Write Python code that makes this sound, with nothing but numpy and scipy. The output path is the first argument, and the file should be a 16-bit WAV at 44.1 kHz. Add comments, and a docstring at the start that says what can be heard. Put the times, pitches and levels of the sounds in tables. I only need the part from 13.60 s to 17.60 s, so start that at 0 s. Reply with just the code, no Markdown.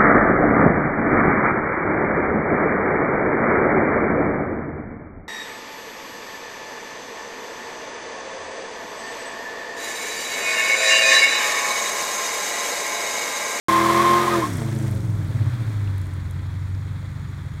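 """A V8 coupe spins its rear tyres on a lane: rubber squeals and scrubs over the full-throttle roar.
Just before one second the driver lifts off, the squeal dies and the revs dive. The exhaust throbs
and ticks sharply, and uneven firings burble in the pipe. From about two seconds the engine settles
into a lumpy idle, grit snaps under the tyres and the rolling hiss fades into the open air.
A very faint insect trill sits behind it all."""
import sys
import numpy as np
from scipy import signal
from scipy.fft import rfft, irfft
from scipy.io import wavfile
from scipy.ndimage import uniform_filter1d

SR = 44100
rng = np.random.default_rng(int(sys.argv[2]) if len(sys.argv) > 2 else 0)


def dump(signal):
    """Clip the signal to [-1, 1] and save it as 16-bit WAV at the path in sys.argv[1]."""
    limited = np.clip(np.atleast_2d(signal).T, -1, 1)
    pcm = np.round(limited * 32767).astype(np.int16)
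    wavfile.write(sys.argv[1], SR, pcm)


N = 176400
t = np.arange(N) / SR

# The revs, eight firings to an engine cycle: time_s, cycle_rate_hz
REVS = [(.08, 41.2), (.3, 42.3), (.5, 43.55), (.66, 43.95), (.75, 43.1), (.8, 41.9), (.9, 35.34),
        (1, 29.28), (1.08, 26.42), (1.22, 26.92), (1.4, 22.7), (1.6, 19.6), (1.85, 16.4), (2, 14.42),
        (2.17, 12.83), (2.43, 11.67), (2.66, 11.22), (3.25, 11.93), (4, 11.58)]
# Harmonics of the full-throttle roar and of the idle's lumps: cycle_multiple, relative_db
ROAR_HARMONICS = [(2, -18.5), (3, -10.5), (4, -23), (5, -8), (6, -27), (8, 0), (9, -15), (10, -18),
                  (11, -16), (13, -11), (14, -24), (16, -11), (17, -21), (19, -31), (21, -21.5)]
LUMP_HARMONICS = [(5, -14), (6, -2.5), (7, -8), (9, -11), (10, -2.5), (11, -11.5), (12, 0.5), (13, -9),
                  (14, -10.5), (16, -11)]
# Envelopes of the engine and exhaust layers: time_s, level_db
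ROAR_ENVELOPE = [(.08, -24.5), (.3, -21.5), (.55, -21), (.68, -24), (.79, -20), (.84, -29.5), (.89, -79)]
THROB_ENVELOPE = [(.86, -29), (1, -28), (1.25, -26.5), (1.55, -22.5), (1.67, -27), (1.82, -18.5),
                  (1.93, -27.5), (2.02, -31), (2.2, -31), (2.6, -80)]
GLIDE_ENVELOPE = [(.8, -30), (.88, -36), (1, -28.5), (1.25, -31.5), (1.45, -39), (1.7, -63)]
IDLE_ENVELOPE = [(1.9, -34), (2.02, -24.5), (2.13, -25.5), (2.3, -23.5), (2.6, -29.5), (3.15, -27),
                 (3.5, -33), (4, -36)]
LUMP_ENVELOPE = [(1.8, -43.5), (2.15, -41), (2.45, -36), (2.8, -31.5), (4, -34)]
GAS_ENVELOPE = [(.88, -38), (1.2, -34.5), (1.6, -32.5), (2.15, -33.5), (2.6, -38), (4, -42.5)]
BURBLE_ENVELOPE = [(.08, -42), (.78, -35), (.87, -34.5), (.95, -35.5), (1.2, -34), (1.55, -41.5),
                   (1.85, -41.5), (2.2, -47), (2.6, -50), (4, -53)]
# Tone of the pipe's boom and of the rushing gas: frequency_hz, relative_db
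BOOM_EQ = [(50, -22), (78, -25), (95, 13.5), (108, 8), (131, 6.5), (145, -29), (190, -56)]
GAS_EQ = [(25, -28), (45, 2), (70, -9), (120, 5), (180, -11.5), (270, -7.5), (420, -22), (800, -25.5),
          (3000, -49.5)]
# Accent of each cylinder, in firing order: relative_db
CYLINDER_ACCENTS = [-6, -13, -6, -6, -1, 0, -4, -2]
# The pipe's upper resonances: base_pitch_hz, width_hz, relative_db
PIPE_RESONANCES = [(219.2, 7.8, -6), (321, 16.4, 1.5), (423.2, 10, -6), (549.2, 12, -9), (649.5, 14, -13.5),
                   (875, 19, -18.5)]
# Their downward bend: time_s, pitch_ratio
PIPE_BEND = [(.9, 1.054), (1.3, .98), (2.2, 0.941)]

# The main squeal's note: time_s, pitch_hz
SQUEAL_MELODY = [(.08, 1050), (.22, 1045), (.285, 1060), (.38, 1054), (.425, 1085), (.48, 1058), (.6, 1058),
                 (.65, 1003), (.7, 1080), (.77, 1017), (.86, 1075)]
# How unsteady the grip is: time_s, depth_factor
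GRIP_WOBBLE = [(.08, .6), (.3, 1.1), (.45, 1.2), (.48, .25), (.59, .3), (.64, .8)]
# Envelopes of the tyre layers; the whine is a second patch of tread: time_s, level_db
SQUEAL_ENVELOPE = [(0.079, -30), (0.099, -11), (.112, -28), (0.131, -15), (.233, -23), (.26, -16.5),
                   (0.308, -16.5), (.327, -22), (.403, -15.5), (.43, -21), (.462, -16.5), (.53, -16.5),
                   (0.579, -19), (.621, -23.5), (.665, -35), (0.682, -16), (.705, -39), (.758, -24),
                   (.8, -47), (.833, -18), (0.864, -29.5), (.92, -82)]
WHINE_ENVELOPE = [(.08, -40), (.5, -40), (.64, -26), (.69, -40), (0.738, -20.5), (.78, -53)]
SCRUB_ENVELOPE = [(.08, -22.5), (.22, -24), (.33, -23), (.55, -24.5), (.7, -26), (.78, -27), (.85, -33),
                  (.92, -40), (1.05, -56), (1.4, -65)]
ROLL_ENVELOPE = [(.95, -41.5), (1.15, -44), (1.42, -49), (1.75, -46), (2.05, -44), (2.25, -46),
                 (2.45, -47.5), (3, -49), (4, -48.5)]
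HISS_ENVELOPE = [(.92, -43.5), (1.06, -48.5), (1.25, -50), (1.48, -56.5), (2.04, -57.5), (2.8, -62.5),
                 (4, -62.5)]
# Tone of scrubbing rubber, rolling tyres in open air, and treble hiss: frequency_hz, relative_db
SCRUB_EQ = [(30, -48), (65, -24), (150, -8), (400, -17), (750, -3.5), (950, 2.5), (1150, 4), (1400, -3.5),
            (1700, 0), (2100, -2), (2500, -8.5), (2900, -13.5), (3500, -8.5), (4800, -15.5), (6000, -15),
            (9500, -18.5), (10500, -22.5), (12000, -20.5), (16000, -30.5)]
ROLL_EQ = [(300, -25), (520, -14), (750, -8), (900, -1.5), (1300, 0), (2150, -2.5), (2700, -14),
           (3000, -16), (3300, -8), (4300, -12), (5000, -20), (7500, -40)]
HISS_EQ = [(3500, -20), (5500, 1), (7000, -.5), (8700, 1.5), (10300, -7.5), (11500, -6), (14000, -11),
           (16000, -14)]
# Eight exhaust ticks after lift-off, then grit under the tyres: start_s, gain_db, brightness_hz
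TICKS_AND_GRIT = [(.971, -24, 12000), (1.004, -26, 8500), (1.151, -29, 10500), (1.188, -28, 10000),
                  (1.226, -27, 10000), (1.274, -32, 12000), (1.312, -31, 12000), (1.351, -31, 11000),
                  (2.275, -23, 2700), (2.381, -32, 12000), (2.416, -35, 10000), (2.457, -35, 9000),
                  (2.468, -35, 9500), (2.538, -36, 10500), (2.71, -32, 12000), (3.149, -33, 4800)]

LIFT_MIDPOINT_S, LIFT_FADE_S = .813, .059
WHINE_HZ = 1243


def roar(crank):
    """The engine at full throttle, a little ragged from firing to firing."""
    ragged = undb(1.2 * walk(200))
    return harmonics(crank, ROAR_HARMONICS, flutter_db=-.1) * ragged * undb(curve(ROAR_ENVELOPE))


def exhaust(crank):
    """Off throttle: throbs give way to a lumpy idle of uneven cylinders, over rushing gas."""
    firing_note = harmonics(crank, [(8, 0)], flutter_db=1.16) * undb(curve(IDLE_ENVELOPE))
    lumps = harmonics(crank, LUMP_HARMONICS, flutter_db=3, wander_turns=.08) * undb(curve(LUMP_ENVELOPE))
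    return throb(crank) + firing_note + lumps + noise(GAS_EQ) * undb(curve(GAS_ENVELOPE))


def throb(crank, peak_turns=.808):
    """The pipe booms once a cycle: the harmonics passing through its resonance swell together."""
    hz, db = np.array(BOOM_EQ, float).T
    cycle_hz = curve(REVS)
    angle = 2 * np.pi * (crank - peak_turns)
    boom = 0
    for k in range(2, 11):
        gain = undb(np.interp(k * cycle_hz, hz, db) + .5 * walk(6.5))
        boom += gain * np.cos(k * angle)
    # Two harmonics carry the note down as the throttle closes.
    glide = unit(np.cos(5 * angle) + undb(-11) * np.cos(12 * angle))
    return steady(boom) * undb(curve(THROB_ENVELOPE)) + glide * undb(curve(GLIDE_ENVELOPE))


def burble(crank, cylinders=8, scatter_db=3.5, puff_decay_s=.0011):
    """Each firing is a ragged puff that rings the pipe, whose notes sink as the car draws away."""
    fired = np.flatnonzero(np.diff(np.floor(cylinders * crank)))
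    accent_db = np.array(CYLINDER_ACCENTS)[np.arange(len(fired)) % cylinders]
    pulses = np.zeros(N)
    pulses[fired] = undb(accent_db + scatter_db * np.tanh(walk(100)[fired]))
    puff_shape = np.exp(-t[:SR // 250] / puff_decay_s)
    puffs = signal.lfilter(puff_shape, [1], pulses) * rng.standard_normal(N)
    bent_time = np.cumsum(curve(PIPE_BEND)) / SR
    pipe = 0
    for hz, width_hz, db in PIPE_RESONANCES:
        # Shift down, low-pass, shift back: a resonator that follows the bend.
        carrier = np.exp(2j * np.pi * hz * bent_time)
        ring = signal.lfilter([1], [1, -np.exp(-np.pi * width_hz / SR)], puffs / carrier)
        pipe += undb(db) * unit((ring * carrier).real)
    return steady(pipe) * undb(curve(BURBLE_ENVELOPE))


def squeal(pitch_hz, envelope, jitter):
    """Tread sticks and slips: a near sine that falters and wavers where the grip is unsteady."""
    wobble = curve(GRIP_WOBBLE)
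    wavering_hz = pitch_hz * (1 + jitter * wobble * walk(87))
    phase = 2 * np.pi * np.cumsum(wavering_hz) / SR
    tone = np.sin(phase) + undb(-22.5) * np.sin(2 * phase) + undb(-27.5) * np.sin(3 * phase)
    falter = undb(-6 * wobble * np.maximum(walk(80), 0))
    return unit(tone * falter) * undb(curve(envelope))


def tyres(off_throttle):
    """Spinning rubber scrubs the asphalt, then rolls away with a grainy hiss."""
    scrub = noise(SCRUB_EQ, grain_db=-1.5) * undb(curve(SCRUB_ENVELOPE) + .23 * walk(50))
    roll = noise(ROLL_EQ, grain_db=.5) * undb(curve(ROLL_ENVELOPE) + .98 * walk(39))
    hiss = noise(HISS_EQ, grain_db=3.2) * undb(curve(HISS_ENVELOPE))
    return scrub + off_throttle * (roll + hiss)


def ticks_and_grit(decay_s=.0012):
    """Tiny noise bursts: sharp exhaust ticks, about one per engine cycle, then grit under the tyres."""
    out = np.zeros(N)
    age = t[:SR // 50]
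    for start_s, gain_db, brightness_hz in TICKS_AND_GRIT:
        snap = rng.standard_normal(len(age)) * np.exp(-age / decay_s)
        edges_hz = [brightness_hz * .65, min(brightness_hz * 1.06, SR / 2 - 1000)]
        band = signal.butter(2, edges_hz, "band", fs=SR, output="sos")
        start = int(start_s * SR)
        out[start:start + len(age)] += undb(gain_db) * signal.sosfilt(band, snap)
    return out


def insects(pitch_hz=6900, level_db=-70):
    """A faint trill from the hedge: a narrow band of fluttering noise."""
    band = [(pitch_hz * .86, -40), (pitch_hz, 0), (pitch_hz * 1.12, -40)]
    return noise(band) * undb(level_db + 2 * walk(30))


def harmonics(crank, rows, flutter_db, wander_turns=0):
    """A stack of multiples of the cycle rate, each fluttering in level and drifting in phase."""
    stack = 0
    for multiple, db in rows:
        gain = undb(db + flutter_db * walk(40))
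        turns = multiple * crank + rng.random() + wander_turns * walk(4.3)
        stack += gain * np.sin(2 * np.pi * turns)
    return unit(stack)


def noise(eq, grain_db=0):
    """Coloured noise, made gritty by fast swings of level."""
    grainy = rng.standard_normal(N) * undb(grain_db * walk(1500))
    return unit(equalise(grainy, eq))


def equalise(x, eq):
    """Minimum-phase EQ through rows of frequency_hz, gain_db."""
    size = 2 * N
    hz, db = np.array(eq, float).T
    bins_hz = np.arange(N + 1) * SR / size
    gain = undb(np.interp(np.log(bins_hz + 1), np.log(hz), db))
    cepstrum = irfft(np.log(gain))
    # Fold onto positive time, so nothing rings ahead of the sound.
    cepstrum[1:N] *= 2
    cepstrum[N + 1:] = 0
    return irfft(rfft(x, size) * np.exp(rfft(cepstrum)))[:N]


def walk(rate_hz):
    """Smooth random modulation with spread 1."""
    bins_hz = np.arange(N // 2 + 1) * SR / N
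    return unit(irfft(rfft(rng.standard_normal(N)) / (1 + (bins_hz / rate_hz) ** 4), N))


def curve(rows):
    """Automation: straight lines through rows of time_s, value."""
    return np.interp(t, *np.array(rows, float).T)


def steady(x):
    """Ride the level to rms 1 over a sliding fifth of a second."""
    return x / np.sqrt(uniform_filter1d(x * x, size=SR // 5) + 1e-12)


def unit(x):
    """Scale to rms 1."""
    return x / np.std(x)


def undb(db):
    """Decibels to gain."""
    return 10 ** (np.asarray(db) / 20)


def scene():
    """Engine and tyres, heard in mono from the verge."""
    crank = np.cumsum(curve(REVS)) / SR  # engine cycles elapsed
    off_throttle = np.clip((t - LIFT_MIDPOINT_S) / LIFT_FADE_S + .5, 0, 1)
    squeals = squeal(curve(SQUEAL_MELODY), SQUEAL_ENVELOPE, jitter=.02)
    squeals += squeal(WHINE_HZ, WHINE_ENVELOPE, jitter=.019)
    squeals *= np.clip((1 - t) * 10, 0, 1)  # faded out by 1 s
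    engine = roar(crank) * (t < 1) + burble(crank) + off_throttle * exhaust(crank)
    return (engine + squeals + tyres(off_throttle) + ticks_and_grit() + insects())[None]


def record(dry, start_s=.084, high_cut_hz=15900):
    """A hard cut in, and a steep high cut on the mix."""
    high_cut = signal.ellip(10, .2, 80, high_cut_hz, fs=SR, output="sos")
    return signal.sosfilt(high_cut, dry * (t > start_s))


dry = scene()
out = record(dry)
dump(out)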